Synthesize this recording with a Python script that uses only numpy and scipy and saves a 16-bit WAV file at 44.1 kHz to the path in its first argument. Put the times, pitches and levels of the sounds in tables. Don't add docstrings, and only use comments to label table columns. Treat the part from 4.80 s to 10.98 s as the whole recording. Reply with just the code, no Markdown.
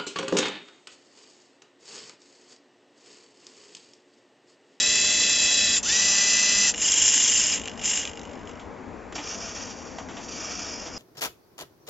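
import sys
import numpy as np
from scipy import signal
from scipy.io import wavfile
from scipy.ndimage import uniform_filter1d

SR = 44100
rng = np.random.default_rng(int(sys.argv[2]) if len(sys.argv) > 2 else 0)


def transcribe(signal):
    frames = np.atleast_2d(signal).T
    limited = np.clip(frames, -1, 1)
    pcm = np.round(limited * 32767).astype(np.int16)
    wavfile.write(sys.argv[1], SR, pcm)


N = 272538
T = np.arange(N) / SR
DRIVE_HZ, FIRST_PULSE_S = 50.17, 1.9387
# (frequency [Hz], bandwidth [Hz], lift [dB])
CREEP_MODES = [(1965, 43, 5), (2396, 64, 5.5), (2840, 42, 3.2), (3520, 40, 1.54), (5120, 290, 8.1),
               (5540, 59, 14.6), (6030, 75, 6.7), (7010, 170, 4.2), (7280, 260, 5.6)]


def fast_servo():
    # (start [s], braking [s], stop [s], whine level [dB], full-speed rattle level [dB])
    outward, back = [(-.13, .957, .979, -24, -22.3), (1.027, 1.868, 1.9, -25, -21.5)]
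    # (order, relative level [dB])
    orders_out = [(1, -22.5), (2, -23), (3, -15), (4, -27), (5, -36.5), (6, -24), (7, -22.5), (8, -16),
                  (9, -9.5), (10, -4), (11, -16.5), (12, -12), (13, 2), (14, -8.5), (15, -17.5),
                  (16, -13.5), (17, 0.5), (18, -17.5), (19, -17.5), (20, 5), (21, -35), (22, -11),
                  (23, -5.5), (24, -4), (25, -12), (26, -6.5), (27, 0), (28, -26.5), (29, -18.5), (30, -6),
                  (31, 3)]
    orders_back = [(1, -17), (3, -18), (4, -27), (6, -17), (7, -23), (8, -15), (9, -13), (10, 0), (11, -19),
                   (12, -11), (13, -3), (14, -9), (15, -14), (16, -13), (17, -8), (18, -20), (19, -18),
                   (20, -4), (21, -17), (22, -14), (23, -13), (24, -9), (25, -2), (26, -3), (29, -7),
                   (30, -1), (31, -3), (35, -5)]
    # (frequency [Hz], relative gain [dB])
    case_out = [(530, -49), (900, -30.5), (1680, -17), (1990, -8), (2300, -26), (2610, -1), (2850, -12),
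                (3480, -3.5), (3770, -16.5), (4090, -6.5), (4280, -25), (4640, -4.5), (6410, -7.5),
                (7280, 3.5), (7750, 2), (10100, -33.5), (17000, -120)]
    case_back = [(530, -46), (900, -20.5), (1210, -26), (1310, -18.5), (1690, -20), (1970, -5.5),
                 (2240, -43), (2560, -4.5), (3740, -12.5), (4050, -11.5), (4240, -9), (6020, -5),
                 (6530, -6.5), (7280, 2), (7750, -2.5), (10100, -43.5), (17000, -120)]
    # (frequency [Hz], bandwidth [Hz], lift [dB])
    modes_back = [(5050, 200, 4), (6090, 160, 9)]
    return (stroke(outward, orders_out, (case_out,), wobble_rad=.82, throb=.55)
            + stroke(back, orders_back, (case_back, modes_back), wobble_rad=.5, throb=.22))


def stroke(move, orders, case, wobble_rad, throb):
    # (time [s], shaft rate [Hz])
    full_speed = [(0, 199), (.3, 200.5), (.5, 199.6), (.9, 198), (1.2, 198.5), (1.3, 198), (1.5, 199.4),
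                  (1.85, 200.6)]
    start, brake, stop, whine_db, rattle_db = move
    window = np.clip(np.minimum(T - start, stop + .045 - T) / .004, 0, 1)
    full_hz = np.interp(T, *np.transpose(full_speed))
    run_up = 1 - .53 * np.exp(-((T - start).clip(0) / .055) ** 1.3)
    brake_hz_per_s, run_out_db_per_s = 1650, 694
    shaft_hz = (full_hz * run_up - brake_hz_per_s * (T - brake).clip(0)).clip(50)
    octaves = np.log2(shaft_hz / full_hz)
    run_out_db = run_out_db_per_s * (T - stop).clip(0)
    thinning_db = 4.5 * ((T - brake) / .01).clip(0, 1)
    whine_db += 21 * octaves - thinning_db - run_out_db / 2
    jolt_db = 7 * np.exp(-((T - start) / .01) ** 2)
    clash_db = 7.5 * ((T - brake) / (stop - brake)).clip(0, 1)
    rattle_db += 10 * octaves + jolt_db + clash_db - run_out_db.clip(0, 24)
    shaft = 2 * np.pi * np.cumsum(shaft_hz * (1 + .001 * drift(40))) / SR
    pinion_teeth, wheel_teeth = 10, 62
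    wheel = shaft * pinion_teeth / wheel_teeth
    on, whine = window > 0, np.zeros(N)
    whine[on] = mesh_whine(orders, pinion_teeth, shaft_hz[on], shaft[on], wheel[on], wobble_rad, throb)
    turn = 1 + .15 * np.cos(wheel) + .09 * np.cos(2 * wheel)
    turn += .1 * np.cos(shaft) + .07 * np.cos(3 * shaft)
    gears = coloured(rattle(.94, .5) * turn, *case)
    return window * (gain_of(whine_db) * whine + gain_of(rattle_db) * gears)


def mesh_whine(orders, teeth, shaft_hz, shaft, wheel, wobble_rad, throb):
    # (frequency [Hz], bandwidth [Hz], lift [dB])
    modes = [(2900, 250, 8), (3480, 200, 13), (5100, 300, 8), (6080, 250, 4), (7100, 250, 5)]
    whine, size = 0, len(shaft)
    for k, db in orders:
        nearest_mesh, is_mesh = round(k / teeth), k % teeth == 0
        wobble = nearest_mesh * (1 if is_mesh else .7) * wobble_rad * np.sin(wheel)
        offset = rng.uniform(0, 2 * np.pi) + .03 * nearest_mesh ** 2 * drift(160, size)
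        swell = 1 + throb * is_mesh * np.sin(wheel)
        sweep_db = resonance_db(modes, k * shaft_hz) - resonance_db(modes, k * np.median(shaft_hz))
        level = gain_of(db + sweep_db + 1.3 * drift(25, size))
        whine += level * swell * np.sin(k * shaft + wobble + offset)
    return whine / whine.std()


def creep_rattle():
    # (time [s], level [dB], treble gain [dB])
    envelope = [(1.93, -52, -6), (1.955, -37.5, -0.5), (2.003, -26.5, 1), (2.02, -23, 2), (2.1, -23, 3),
                (2.5, -21, 2.5), (2.62, -21, 1), (2.745, -26, 2), (2.765, -23.5, -5.5), (2.82, -39.5, -3.5),
                (2.88, -34, -17), (2.955, -47, -7), (3.03, -30, -10), (3.05, -25.5, 2), (3.2, -25, 0),
                (3.24, -29.5, -7), (3.295, -35, -8), (3.32, -46, -6), (3.4, -44.5, -11), (3.64, -50.5, -32),
                (3.69, -47, -3), (3.74, -52, -26), (3.85, -56, -26)]
    # (frequency [Hz], relative gain [dB])
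    case = [(590, -44), (1000, -18), (1330, -25), (1570, -13.5), (2590, -10.5), (2840, -1.5), (3320, -8),
            (3710, -13.5), (4220, -16), (4600, -19), (5050, -12.5), (5890, -15.5), (6150, -2.5),
            (7110, -2.5), (7750, -1), (10100, -44.5), (17000, -120)]
    window, (level_db, treble_db) = curves(envelope)
    depth = np.clip(.22 + .02 * (-21 - level_db), 0, 1)
    cycle = ((T - FIRST_PULSE_S) * DRIVE_HZ) % 1
    kick = np.exp(-cycle / .42) * np.minimum(cycle / .04, 1)
    gears = window * gain_of(level_db) * (1 - depth + depth * unit_rms(kick)) * rattle(.73, 1.4)
    ticks = pulse_ticks(level_db)
    low, high = (signal.butter(3, 4200, kind, fs=SR, output="sos") for kind in ("low", "high"))
    body = signal.sosfilt(low, gears + ticks)
    treble = signal.sosfilt(high, gain_of(treble_db) * gears + gain_of(-11) * ticks)
    return coloured(body + treble, case, CREEP_MODES)


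def pulse_ticks(rattle_db):
    # (time [s], level [dB])
    single_ticks = [(1.94, -16.5), (1.9452, -15), (1.9795, -17), (2.007, -20), (2.7279, -10), (2.8413, -24),
                    (2.8553, -20), (2.876, -17), (2.882, -19.5), (2.9144, -37), (2.9977, -26), (3.015, -23),
                    (3.039, -25), (3.0579, -16), (3.0771, -25), (3.112, -13), (3.1333, -11), (3.1733, -16),
                    (3.2528, -14.5), (3.2755, -19), (3.3735, -27), (3.394, -25.5), (3.5126, -37)]
    pulses_s = np.arange(FIRST_PULSE_S, 3.78, 1 / DRIVE_HZ)
    late, size = rng.standard_normal((len(pulses_s), 2)).T
    levels_db = np.minimum(np.interp(pulses_s, T, rattle_db) + 12.5, -23) + 4.5 * size.clip(-2, 1)
    out, t = np.zeros(N), np.arange(400) / SR
    for at, db in list(zip(pulses_s + .0012 * late, levels_db)) + single_ticks:
        impact = .8 * rng.standard_normal(400) + 2.5 * (t == 0)
        out[round(at * SR):][:400] += gain_of(db - 60 * t / .012) * impact
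    return out


def creep_whine():
    # (time [s], mean shaft rate [Hz], level [dB])
    motion = [(2.02, 130, -50), (2.045, 138, -33), (2.12, 156, -33), (2.27, 150, -33), (2.41, 160, -33),
              (2.59, 144, -30), (2.67, 142, -36), (2.74, 140, -36), (2.76, 135, -60)]
    # (order, relative level [dB])
    orders = [(10, -18), (13, -14), (20, 3), (34, -3)]
    window, (mean_hz, level_db) = curves(motion)
    surge = np.pi * DRIVE_HZ * (T - 2.046)
    shaft_hz = mean_hz * (1 + .075 * np.cos(surge) + .02 * np.cos(2 * surge - 1) + .012 * drift(70))
    shaft = 2 * np.pi * np.cumsum(shaft_hz) / SR
    swell = .65 + .55 * np.cos(surge - 1)
    tones = np.zeros(N)
    for k, db in orders:
        level = gain_of(db + resonance_db(CREEP_MODES, k * shaft_hz) + 2.5 * drift(60))
        tones += level * np.cos(k * (shaft + .015 * drift(350)))
    return window * gain_of(level_db) * swell * tones


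def far_servo():
    # (time [s], rattle level [dB], bracket level [dB])
    envelope = [(4.33, -75, -65), (4.356, -31.5, -57), (4.4, -46.5, -56), (4.49, -34.5, -47),
                (4.57, -39.5, -51), (4.63, -36, -40), (4.72, -40, -55), (4.82, -37, -51),
                (4.87, -42.5, -66), (5.07, -47.5, -70), (5.17, -46.5, -66), (5.27, -53, -80),
                (5.54, -37.5, -59), (5.58, -37.5, -44.5), (5.74, -34, -43), (5.89, -36, -43),
                (6.04, -41.5, -42.5), (6.18, -43, -52)]
    # (frequency [Hz], relative gain [dB])
    case = [(710, -31.5), (1200, -7), (1290, -5), (1720, -12), (1900, -4.5), (2040, -22.5), (2370, -6.5),
            (3090, -8.5), (3310, -7.5), (4180, -17), (4280, -14.5), (4810, -4.5), (5670, -8), (6890, -8),
            (7750, -13.5), (10100, -55), (17000, -120)]
    # (frequency [Hz], bandwidth [Hz], lift [dB])
    modes = [(2300, 100, 6), (2760, 60, 5), (4440, 60, 7), (4640, 60, 6), (5500, 50, 11), (5612, 40, 10),
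             (5780, 80, 11), (6100, 200, 7), (6330, 50, 9), (6700, 70, 7), (6900, 60, 7), (7080, 50, 6)]
    # (start [s], fastest [s], end [s], top whine frequency [Hz], whine level [dB])
    moves = [(4.4, 4.6, 4.97, 690, -48), (5.48, 5.74, 6.2, 720, -48)]
    window, (level_db, bracket_db) = curves(envelope)
    gears = rattle(1.56, 1.7)
    out = coloured(window * gain_of(level_db) * gears, case, modes)
    bracket = signal.lfilter(*signal.iirpeak(4975, Q=40, fs=SR), gears)
    out += window * gain_of(bracket_db + 3 * drift(18)) * unit_rms(bracket)
    for start, fastest, end, top_hz, whine_db in moves:
        arch = np.sin(np.pi * np.interp(T, [start, fastest, end], [0, .5, 1]))
        ends_hz = np.where(T < fastest, 520, 470)
        hz = ends_hz + (top_hz - ends_hz) * arch ** 2.4
        cycles = np.cumsum(hz * (1 + .009 * drift(40))) / SR
        level = (arch > 1e-6) * gain_of(whine_db - 10 * (1 - arch) ** 2 + 2.2 * drift(30))
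        out += level * np.sin(2 * np.pi * cycles)
    return out


def mount_knocks():
    # (time [s], relative level [dB], decay time [ms])
    knocks = [(3.693, -47, 22), (3.795, -43.5, 23), (3.819, -55, 12), (4.323, -33.5, 7.1),
              (4.358, -34.5, 27), (4.379, -33.5, 31), (5.183, -35.5, 15), (5.286, -42, 44),
              (5.368, -38.5, 35), (6.061, -40, 30)]
    # (frequency [Hz], relative gain [dB])
    mount = [(180, -29), (300, 3), (464, -16), (679, 1.5), (1380, -10), (3380, -9), (4320, -21),
             (7140, -14.5), (7750, -11.5), (10100, -46.5), (17000, -120)]
    out, t = np.zeros(N), np.arange(3000) / SR
    for at, db, decay_ms in knocks:
        envelope = np.minimum(t / .0015, 1) * np.exp(-1000 * t / decay_ms)
        out[round(at * SR):][:3000] += gain_of(db + 2) * envelope * rng.standard_normal(3000)
    return coloured(out, mount)


def bench_echo(x):
    t, reverb_s = np.arange(6000) / SR, .12
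    taps = rng.choice([-1., 1.], (2, 6000)) * (rng.random((2, 6000)) < .05)
    taps *= gain_of(-60 * t / reverb_s) * (t > .002)
    mid, side = signal.oaconvolve(x[None], taps / np.linalg.norm(taps[0]), axes=1)[:, :N]
    return gain_of(-15) * mid + gain_of(-29.5) * side * np.array([[1], [-1]])


def room_hum():
    # (frequency [Hz], relative level [dB])
    spectrum = [(15, -44), (25, -18), (50, -5.5), (83, -6.5), (125, -13.5), (231, -3.5), (331, -9),
                (547, -7), (842, -8.5), (1150, -12.5), (1770, -17), (2300, -20), (3000, -29.5), (4200, -35),
                (7600, -33)]
    # (frequency [Hz], bandwidth [Hz], relative level [dB])
    bands = [(82, 33, -60), (286, 100, -57), (460, 36, -57), (624, 14, -63)]
    # (frequency [Hz], level of left over right [dB])
    balance = [(60, 6), (160, 6.5), (430, 6), (1130, 3.5), (3020, -1), (8030, -1)]
    # (frequency [Hz], squared coherence of left and right)
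    coherence = [(60, 0.84), (160, 0.36), (430, 0.77), (1130, 0.45), (3020, 1), (8030, 0.99)]
    # (frequency [Hz], phase lead of left [rad])
    lead = [(0, 0), (1120, -0.025), (2930, -0.1), (7840, 0.1), (8180, 0.1)]
    frames, hz = N // 512 + 5, np.fft.rfftfreq(2048, 1 / SR)[:, None]
    a, b, c, d, flicker = rng.standard_normal((frames, 1025, 5)).T
    common, separate = a + 1j * b, c + 1j * d
    flicker = unit_rms(uniform_filter1d(uniform_filter1d(flicker, 8, 0), 6, 1))
    tones = sum(gain_of(db + 59.5) ** 2 / (1 + (2 * (hz - f) / width) ** 2) for f, width, db in bands)
    size = gain_of(log_interp(spectrum, hz) + 1.2 * flicker) * np.sqrt(1 + tones)
    shared, lean = log_interp(coherence, hz), gain_of(log_interp(balance, hz) / 2)
    left = common * lean * np.exp(1j * log_interp(lead, hz))
    right = (np.sqrt(shared) * common + np.sqrt(1 - shared) * separate) / lean
    out = signal.istft(size * np.array([left, right]), nperseg=2048, noverlap=1536)[1][:, :N]
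    return gain_of(-41) * out / np.std(out.mean(0))


def rattle(spread_db, lumps_db):
    return unit_rms(rng.standard_normal(N) * gain_of(spread_db * drift(1300) + lumps_db * drift(78)))


def resonance_db(modes, hz):
    peaks = ((gain_of(db) ** 2 - 1).clip(0) / (1 + (2 * (hz - f) / width) ** 2) for f, width, db in modes)
    return 10 * np.log10(1 + sum(peaks))


def coloured(x, response, modes=((1, 1, 0),)):
    hz = abs(np.fft.fftfreq(8192, 1 / SR))
    log_gain = np.log(gain_of(np.maximum(log_interp(response, hz) + resonance_db(modes, hz), -80)))
    taps = np.fft.ifft(np.exp(np.conj(signal.hilbert(log_gain)))).real[:4096]
    return signal.oaconvolve(x, taps / np.linalg.norm(taps))[:N]


def drift(rate_hz, size=N):
    span = int(SR / rate_hz)
    return unit_rms(uniform_filter1d(uniform_filter1d(rng.standard_normal(size), span), span))


def curves(rows):
    times, *columns = np.transpose(rows)
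    window = np.clip(np.minimum(T - times[0], times[-1] + .016 - T) / .004, 0, 1)
    return window, [np.interp(T, times, column) for column in columns]


def log_interp(points, hz):
    f, value = np.transpose(points)
    return np.interp(np.log(hz + 1), np.log(f + 1), value)


def gain_of(db):
    return 10 ** (np.asarray(db) / 20)


def unit_rms(x):
    return x / np.sqrt(np.mean(x ** 2) + 1e-20)


def scene():
    servos = fast_servo() + creep_rattle() + creep_whine() + far_servo() + mount_knocks()
    return servos[None] + bench_echo(servos) + room_hum()


def record(dry):
    low_pass = signal.firwin(801, cutoff=7610, window=("kaiser", 10), fs=SR)
    return signal.oaconvolve(dry, low_pass[None], "same")


dry = scene()
out = record(dry)
transcribe(out)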